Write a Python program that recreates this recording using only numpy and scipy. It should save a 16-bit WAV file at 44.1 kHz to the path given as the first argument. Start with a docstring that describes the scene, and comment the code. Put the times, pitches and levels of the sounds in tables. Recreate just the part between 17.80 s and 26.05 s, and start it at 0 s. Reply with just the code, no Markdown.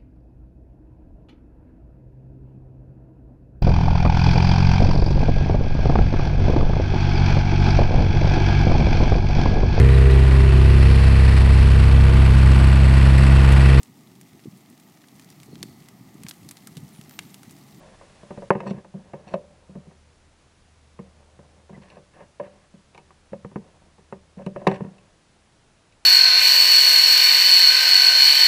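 """Plastic cover on a hollow box

Close by, in mono: a clear plastic cover carrying a small solar panel is shifted, tilted up and set down
again on the lid of a hollow box. Its edges knock and slide: the box booms, lid and plastic sheet ring
briefly, hard corners click and squeak. Nearby walls return a weak tail; a faint hum and hiss lie behind."""
import sys
import numpy as np
from scipy import signal
from scipy.fft import rfft, irfft
from scipy.io import wavfile

SR = 44100
rng = np.random.default_rng(int(sys.argv[2]) if len(sys.argv) > 2 else 0)


def pcm_store(signal):
    """Save signal as 16-bit PCM."""
    levels = np.round(np.clip(np.atleast_2d(signal), -1, 1) * 32767)
    wavfile.write(sys.argv[1], SR, levels.astype(np.int16).T)


N = 363825
TIME = np.arange(N) / SR
AGE = TIME[:SR // 2]  # seconds since a blow

# the low hum behind the box: time_s, level_db
HUM_LEVELS = [(0, -75), (2.2, -59), (2.7, -66), (3, -58), (3.9, -59), (4.3, -67.5), (6.4, -64),
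              (7.5, -77.5)]
# spectra of hiss, rubbing rim, grit, squeaking edge and tick: frequency_hz, relative_db
HISS_SPECTRUM = [(12, -11), (28, 2.5), (50, -4.5), (110, -0.5), (180, -3.5), (260, -8), (600, -10.5),
                 (1200, -14.5), (3000, -19), (6000, -22), (10000, -26.5)]
RUB_SPECTRUM = [(50, -29.5), (110, -6.5), (190, 1), (260, -11), (400, -7), (590, -2), (720, -6),
                (1000, -18), (1400, -22.5), (2500, -49)]
RASP_SPECTRUM = [(700, -10), (1100, 4), (1400, -11.5), (1680, 3.5), (2050, -3), (2350, -7.5), (2700, -3.5),
                 (3200, -15), (6000, -31.5)]
SQUEAK_SPECTRUM = [(2000, -14), (2600, 4), (3150, -9), (3700, -3), (3900, -10.5), (4300, 4.5), (4900, -14),
                   (5300, -11.5), (5700, 1.5), (6600, -27), (7800, -7), (10000, -43.5)]
TICK_SPECTRUM = [(2200, -19.5), (3200, -3.5), (3800, 6.5), (4900, -5.5), (5800, -3.5), (7500, -13.5),
                 (10000, -13.5)]
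# the cover sliding on the lid: start_s, end_s, strength_db, grit_db (relative to strength)
RIM_SLIDES = [(0, 0.151, -47.5, -16), (0.188, .64, -56, -9), (0.77, 0.998, -43.5, -14.5),
              (1.158, 1.47, -51, -16.5), (1.469, 1.554, -39.5, -17.5), (1.616, 2.126, -53.5, -30),
              (3.244, 3.85, -55.5, -23), (3.927, 3.97, -43, -15), (4.016, 4.168, -49.5, -9.5),
              (4.336, 4.441, -47.5, -10.5), (4.62, 4.676, -43, -14), (4.69, 4.85, -56, -15),
              (5.813, 6.103, -54, -25), (6.581, 6.621, -38, -19), (6.755, 6.861, -42.5, -16),
              (6.878, 6.965, -37, -15), (6.97, 7.083, -45.5, -18.5), (7.1, 7.3, -56, -19)]
# a sharp edge dragging: start_s, end_s, strength_db
EDGE_SQUEAKS = [(.863, .91, -46), (1.473, 1.54, -53), (4.015, 4.16, -65), (6.875, 6.95, -51.5)]
# the cover striking the lid; length_factor stretches both the contact and the ring:
# start_s, strength_db, tilt_db_per_octave (hardness), sheet_ring_db, length_factor, favoured_hz
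COVER_KNOCKS = [(.211, -61, 6, 7, 1.4, 572), (0.431, -54.5, -4, 5.5, 0.78, 584),
                (.505, -42.5, -2.5, 0.5, 0.84, 585), (.575, -45.5, -5.5, 6.5, 0.78, 580),
                (.622, -48.5, -1.5, 8, 0.78, 560), (0.7047, -21.5, 1.5, 1, 0.49, 385),
                (0.751, -34, -3, 1, 0.87, 560), (.804, -44.5, 3.5, 2.5, 0.54, 525),
                (.833, -45, -4.5, 6.5, 1.5, 555), (.864, -39, -0.5, -1.5, 1.66, 507),
                (.908, -39, -8, 1.5, 0.69, 667), (.976, -52, -10, -5, .4, 355),
                (1.046, -57.5, 2.5, 4, .7, 524), (1.141, -48.5, -12, 5, .85, 525),
                (1.334, -42.5, -2.5, 4, .75, 616), (1.538, -33.5, -1.6, 9, 0.66, 512),
                (1.892, -57.5, -10.5, 1.5, .95, 525), (1.954, -48, -9, 2, 0.74, 400),
                (2.069, -59, -11, -3, 0.63, 382), (2.11, -63, 1, -2, 1.14, 382),
                (3.19, -44, -5, -5, 0.82, 474), (3.591, -55.5, -4, 3, .5, 580),
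                (3.894, -51, -4, -1, 0.98, 380), (3.978, -57, -9, -3, 0.57, 385),
                (4.169, -54.5, -1, 6, 1.12, 430), (4.406, -55.5, 1.5, 7, 0.84, 566),
                (4.598, -43, 1.5, 12, 0.87, 578), (4.94, -61.5, -11, 6.5, 0.6, 558),
                (5.147, -58.5, 2, 0, 0.93, 670), (5.176, -56, 3.5, -5.5, 1.07, 576),
                (5.306, -63.5, 6, -13, 0.57, 584), (5.52, -55.5, -12, 1, 0.93, 565),
                (5.532, -48, 1, 14, 0.58, 552), (5.647, -42.5, -4, -5, 0.47, 465),
                (5.713, -55, -4, -3, 0.97, 385), (5.758, -36.5, -4.5, -6, 0.54, 447),
                (6.182, -58.5, -2.5, -8, 0.86, 372), (6.325, -41.5, -1, 0.5, 0.72, 391),
                (6.571, -56.5, -14.5, 9, 0.73, 578), (6.595, -56.5, -7, 17, 1, 600),
                (6.664, -36, -7, 0.5, 0.7, 370), (6.761, -41, -1, 8, 0.6, 579),
                (6.817, -49, -3, 9, 0.7, 583), (6.868, -19.5, -0.5, -4, 0.91, 399),
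                (6.914, -38, 2, 3, 0.53, 360), (7.006, -37.5, -6.5, -7, 0.53, 477),
                (7.046, -45.5, -6.5, -12, 0.67, 509)]
# modes of box, lid and cover together: pitch_hz, relative_db, t60_s
BODY_MODES = [(153, -6, 0.12), (178, -7, .08), (192.9, -2, 0.21), (236, -16, 0.13), (326, -5.5, 0.13),
              (385, -1, 0.14), (447, -7, .14), (472, -3.5, .14), (525.5, -6, 0.16), (559.2, -3.5, .13),
              (585, -8.5, 0.23), (669, -4.5, 0.089), (757.6, -5.5, .13), (855, -3, 0.075),
              (945, -0.5, 0.077), (980, -5.5, 0.062), (1039, 0, 0.052), (1214, -5, 0.073), (1540, -3, .08),
              (1693, -2, 0.064), (1842, -3.5, .09), (2050, -8.5, .08), (2186, -8.5, 0.1),
              (2320, -6.5, 0.031), (2605, 1, .07), (2630, -2, 0.04), (2970, -9, .09)]
# registers of a blow, each with a crowd of weak modes, then the topmost one, the ping:
# low_hz, high_hz, crowd_db, crowd_t60_s, rise_s
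BODY_REGISTERS = [(130, 220, -5, 0.29, 0.0053), (300, 500, -11.5, .06, .002), (472, 600, -8, .05, 0.00069),
                  (800, 1120, -2, 0.063, .0012), (1432, 2000, 2, .025, .001)]
TOP_REGISTER = (2200, 2850, 2.9, 0.043, 0.0012)
# hard corners catching: start_s, level_db
CORNER_CLICKS = [(.804, -49), (.909, -51), (1.54, -45.5), (4.101, -53), (5.147, -53.5), (5.177, -48.5),
                 (6.663, -44.5), (6.8725, -28), (6.914, -44.5), (7.182, -58), (8.123, -61)]
# a corner letting go: start_s, length_s, start_hz, end_hz, level_db
CORNER_SQUEAL = (3.94, .026, 2200, 1800, -54)

PIVOT_HZ, KNEE_HZ, ROLLOFF_DB_PER_OCTAVE = 400, 1000, 14  # spectrum of a blow
TAIL_DB, TAIL_T60_S = -20.5, 0.6  # return from walls and clutter


def from_db(db):
    return 10 ** (np.asarray(db) / 20)


def unit_rms(x, size=None):
    """Scale to rms 1 over the first `size` samples."""
    return x / np.sqrt(np.mean(x[:size] ** 2) + 1e-20)


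def decay(t60):
    """Envelope that falls 60 dB in t60 seconds."""
    return np.exp(-np.log(1000) * AGE / max(t60, 1e-3))


def add(out, start_s, sound):
    at = max(round(start_s * SR), 0)
    out[at:at + len(sound)] += sound[:N - at]


def noise_band(low_hz, high_hz, order):
    """Half a second of band-passed noise, taken once the filter has settled; rms 1."""
    sos = signal.butter(order, [low_hz, high_hz], "band", fs=SR, output="sos")
    noise = rng.standard_normal(len(AGE))
    return unit_rms(signal.sosfilt(sos, np.tile(noise, 2))[len(AGE):])


def coloured(x, spectrum):
    """Filter a steady sound by a spectrum; rms 1."""
    hz, db = np.transpose(spectrum)
    bins_hz = np.maximum(np.fft.rfftfreq(len(x), 1 / SR), 1)
    gain = from_db(np.interp(np.log(bins_hz), np.log(hz), db))
    return unit_rms(irfft(rfft(x) * gain, len(x)))


def drift(rate_hz):
    """Random wander with a spread near 1."""
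    return np.interp(TIME * rate_hz, np.arange(4096), rng.standard_normal(4096))


def hiss(early_db=-54, settled_db=-59, settles_s=.69):
    """An even hiss behind the box that steps down early on."""
    level_db = np.where(TIME < settles_s, early_db, settled_db)
    return from_db(level_db) * coloured(rng.standard_normal(N), HISS_SPECTRUM)


def hum(pitch_hz=76.2):
    """A faint low tone in the background, wavering slightly in pitch and level."""
    phase = 2 * np.pi * np.cumsum(pitch_hz + .5 * drift(5)) / SR
    level_db = np.interp(TIME, *np.transpose(HUM_LEVELS)) + 1.2 * drift(7)
    return from_db(level_db) * np.sqrt(2) * np.sin(phase)


def slips(per_s, spread_db):
    """Stick and slip: tiny jerks of uneven size, in clumps."""
    slipping = rng.random(N) < per_s * from_db(4 * drift(45)) / SR
    return slipping * rng.standard_normal(N) * from_db(spread_db * drift(90))


def strokes(rows, attack_s=.012, release_t60_s=.0998):
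    """Gain for rows of start_s, end_s, level_db: each sets in quickly and dies when the rim stops."""
    gain = np.zeros(N)
    for start_s, end_s, level_db in rows:
        attack = np.clip(.5 + (TIME - start_s) / attack_s, 0, 1)
        release_db = -60 * np.clip((TIME - end_s) / release_t60_s, 0, 2)
        gain += attack * from_db(level_db + release_db)
    return gain


def sliding(rub_db=-5.5, rasp_db=-.5, squeak_db=-8):
    """Slips of the rim shake the same modes as the knocks; grit under it rasps, a sharp edge squeaks."""
    jerks = slips(per_s=700, spread_db=2.2) + 1e-18
    ring = np.zeros(N)
    for k, (hz, db, t60) in enumerate(BODY_MODES):
        radius = np.exp(-np.log(1000) / (t60 * SR))
        feedback = [1, -2 * radius * np.cos(2 * np.pi * hz / SR), radius ** 2]
        ring += (-1) ** k * from_db(db) * signal.lfilter([1 - radius, 0, radius - 1], feedback, jerks)
    grit = slips(per_s=2500, spread_db=2.5)
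    rub = unit_rms(coloured(jerks, RUB_SPECTRUM) + from_db(-5) * coloured(ring, RUB_SPECTRUM))
    rasp = unit_rms(coloured(grit, RASP_SPECTRUM) + from_db(-6) * coloured(ring, RASP_SPECTRUM))
    squeak = coloured(grit, SQUEAK_SPECTRUM)
    rub_gain = strokes((start, end, db + rub_db) for start, end, db, _ in RIM_SLIDES)
    rasp_gain = strokes((start, end, db + grit_db + rasp_db) for start, end, db, grit_db in RIM_SLIDES)
    squeak_gain = from_db(squeak_db) * strokes(EDGE_SQUEAKS)
    return rub * rub_gain + rasp * (rasp_gain + chatter()) + squeak * squeak_gain


def blow_db(strength_db, tilt_db, hz):
    """Soft blows favour the bass, hard ones the treble; above the knee the plastic gives way."""
    tilt = tilt_db * np.log2(min(hz, KNEE_HZ) / PIVOT_HZ)
    rolloff = ROLLOFF_DB_PER_OCTAVE * np.log2(max(hz / KNEE_HZ, 1))
    return strength_db + tilt - rolloff


def registers():
    """Each register with its own modes, from the boom up to the ping."""
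    groups = np.split(np.array(BODY_MODES), [4, 8, 12, 18, 23])
    return [(*register, modes) for register, modes in zip([*BODY_REGISTERS, TOP_REGISTER], groups)]


def struck_register(register, length, favoured_hz=0):
    """One register rings: the direct sound reaches the microphone, then a weak tail off nearby walls."""
    low_hz, high_hz, crowd_db, crowd_t60_s, rise_s, modes = register
    hz, db, t60 = modes.T
    first_30_ms = round(.03 * SR)
    # the point of contact picks out one note and weights the others anew
    db = db + 8 * np.exp(-((hz - favoured_hz) / 12) ** 2) + 2 * rng.standard_normal(len(hz))
    # each mode drops quickly as the contact damps it, then rings on faintly
    fades = np.array([decay(t * length) + from_db(-20) * decay(3.5 * t * length) for t in t60])
    tones = np.sin(2 * np.pi * (hz[:, None] * AGE + rng.random((len(hz), 1))))
    ring = unit_rms(from_db(db) @ (fades * tones), first_30_ms)
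    crowd = unit_rms(noise_band(low_hz, high_hz, order=4) * decay(crowd_t60_s * length), first_30_ms)
    # a longer, softer contact sets in more slowly
    onset = 1 - np.exp(-(AGE / (.9 * rise_s * length)) ** 2)
    direct = unit_rms((ring + from_db(crowd_db) * crowd) * onset, first_30_ms)
    # the tail dies sooner in the treble
    tail_gain = from_db(TAIL_DB) * decay(TAIL_T60_S / (1 + low_hz / 2500)) * (1 - np.exp(-AGE / .015))
    return direct + tail_gain * noise_band(low_hz, high_hz, order=4)


def tick(t60_s=.0286):
    """The brief, bright noise of a hard contact."""
    return coloured(rng.standard_normal(len(AGE)), TICK_SPECTRUM) * decay(t60_s)


def knocks(tick_db=-22, sheet_register=2):
    """Each blow ticks and feeds the registers by strength and hardness; one on an edge rings the sheet."""
    out = np.zeros(N)
    for start_s, strength_db, tilt_db, sheet_db, length, favoured_hz in COVER_KNOCKS:
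        for k, register in enumerate(registers()):
            centre_hz = np.sqrt(register[0] * register[1])
            level_db = blow_db(strength_db, tilt_db, centre_hz) + sheet_db * (k == sheet_register)
            add(out, start_s, from_db(level_db) * struck_register(register, length, favoured_hz))
        add(out, start_s, from_db(blow_db(strength_db, tilt_db, KNEE_HZ) + tick_db) * tick())
    return out


def shudder(thud_db=-25.5):
    """The whole box shakes under a long, soft contact; a brief one hardly moves it."""
    out = np.zeros(N)
    for start_s, strength_db, tilt_db, _, length, _ in COVER_KNOCKS:
        gain = from_db(blow_db(strength_db, tilt_db, hz=130) + thud_db) * min(length, 1) ** 3
        shake = noise_band(low_hz=28, high_hz=115, order=2)
        add(out, start_s, gain * shake * decay(TAIL_T60_S * length))
    return out


def chatter(heavy_above_db=-25, relative_db=-20, t60_s=.36):
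    """Extra gain for the rasp: after a heavy drop the cover chatters on the lid, dying away."""
    gain = np.zeros(N)
    for start_s, strength_db, _, _, length, _ in COVER_KNOCKS:
        if strength_db > heavy_above_db:
            add(gain, start_s, from_db(strength_db + relative_db) * length * decay(t60_s))
    return gain


def clicks(ping_db=-6.5):
    """A hard corner catches: it ticks and briefly rings the highest modes."""
    out = np.zeros(N)
    for start_s, level_db in CORNER_CLICKS:
        click = tick() + from_db(ping_db) * struck_register(registers()[-1], length=.85)
        add(out, start_s, from_db(level_db) * click)
    return out


def squeal(roughness=.04):
    """A corner lets go with a short, rough tone whose pitch falls as the slip slows."""
    start_s, length_s, start_hz, end_hz, level_db = CORNER_SQUEAL
    progress = np.clip((TIME - start_s) / length_s, 0, 1)
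    pitch_hz = (start_hz + (end_hz - start_hz) * progress) * (1 + roughness * drift(400))
    tone = np.sqrt(2) * np.sin(2 * np.pi * np.cumsum(pitch_hz) / SR)
    return from_db(level_db) * np.sin(np.pi * progress) * tone


def scene():
    """Cover and box in front, hiss and hum behind, all at one microphone."""
    return (knocks() + shudder() + clicks() + sliding() + squeal() + hiss() + hum())[None]


def record(dry):
    """The highest peaks are rounded off and the treble is cut steeply."""
    ceiling, cutoff_hz = .88, 10700
    rounded = dry / (1 + (dry / ceiling) ** 8) ** (1 / 8)
    return signal.sosfilt(signal.ellip(10, .1, 70, cutoff_hz, fs=SR, output="sos"), rounded)


dry = scene()
out = record(dry)
pcm_store(out)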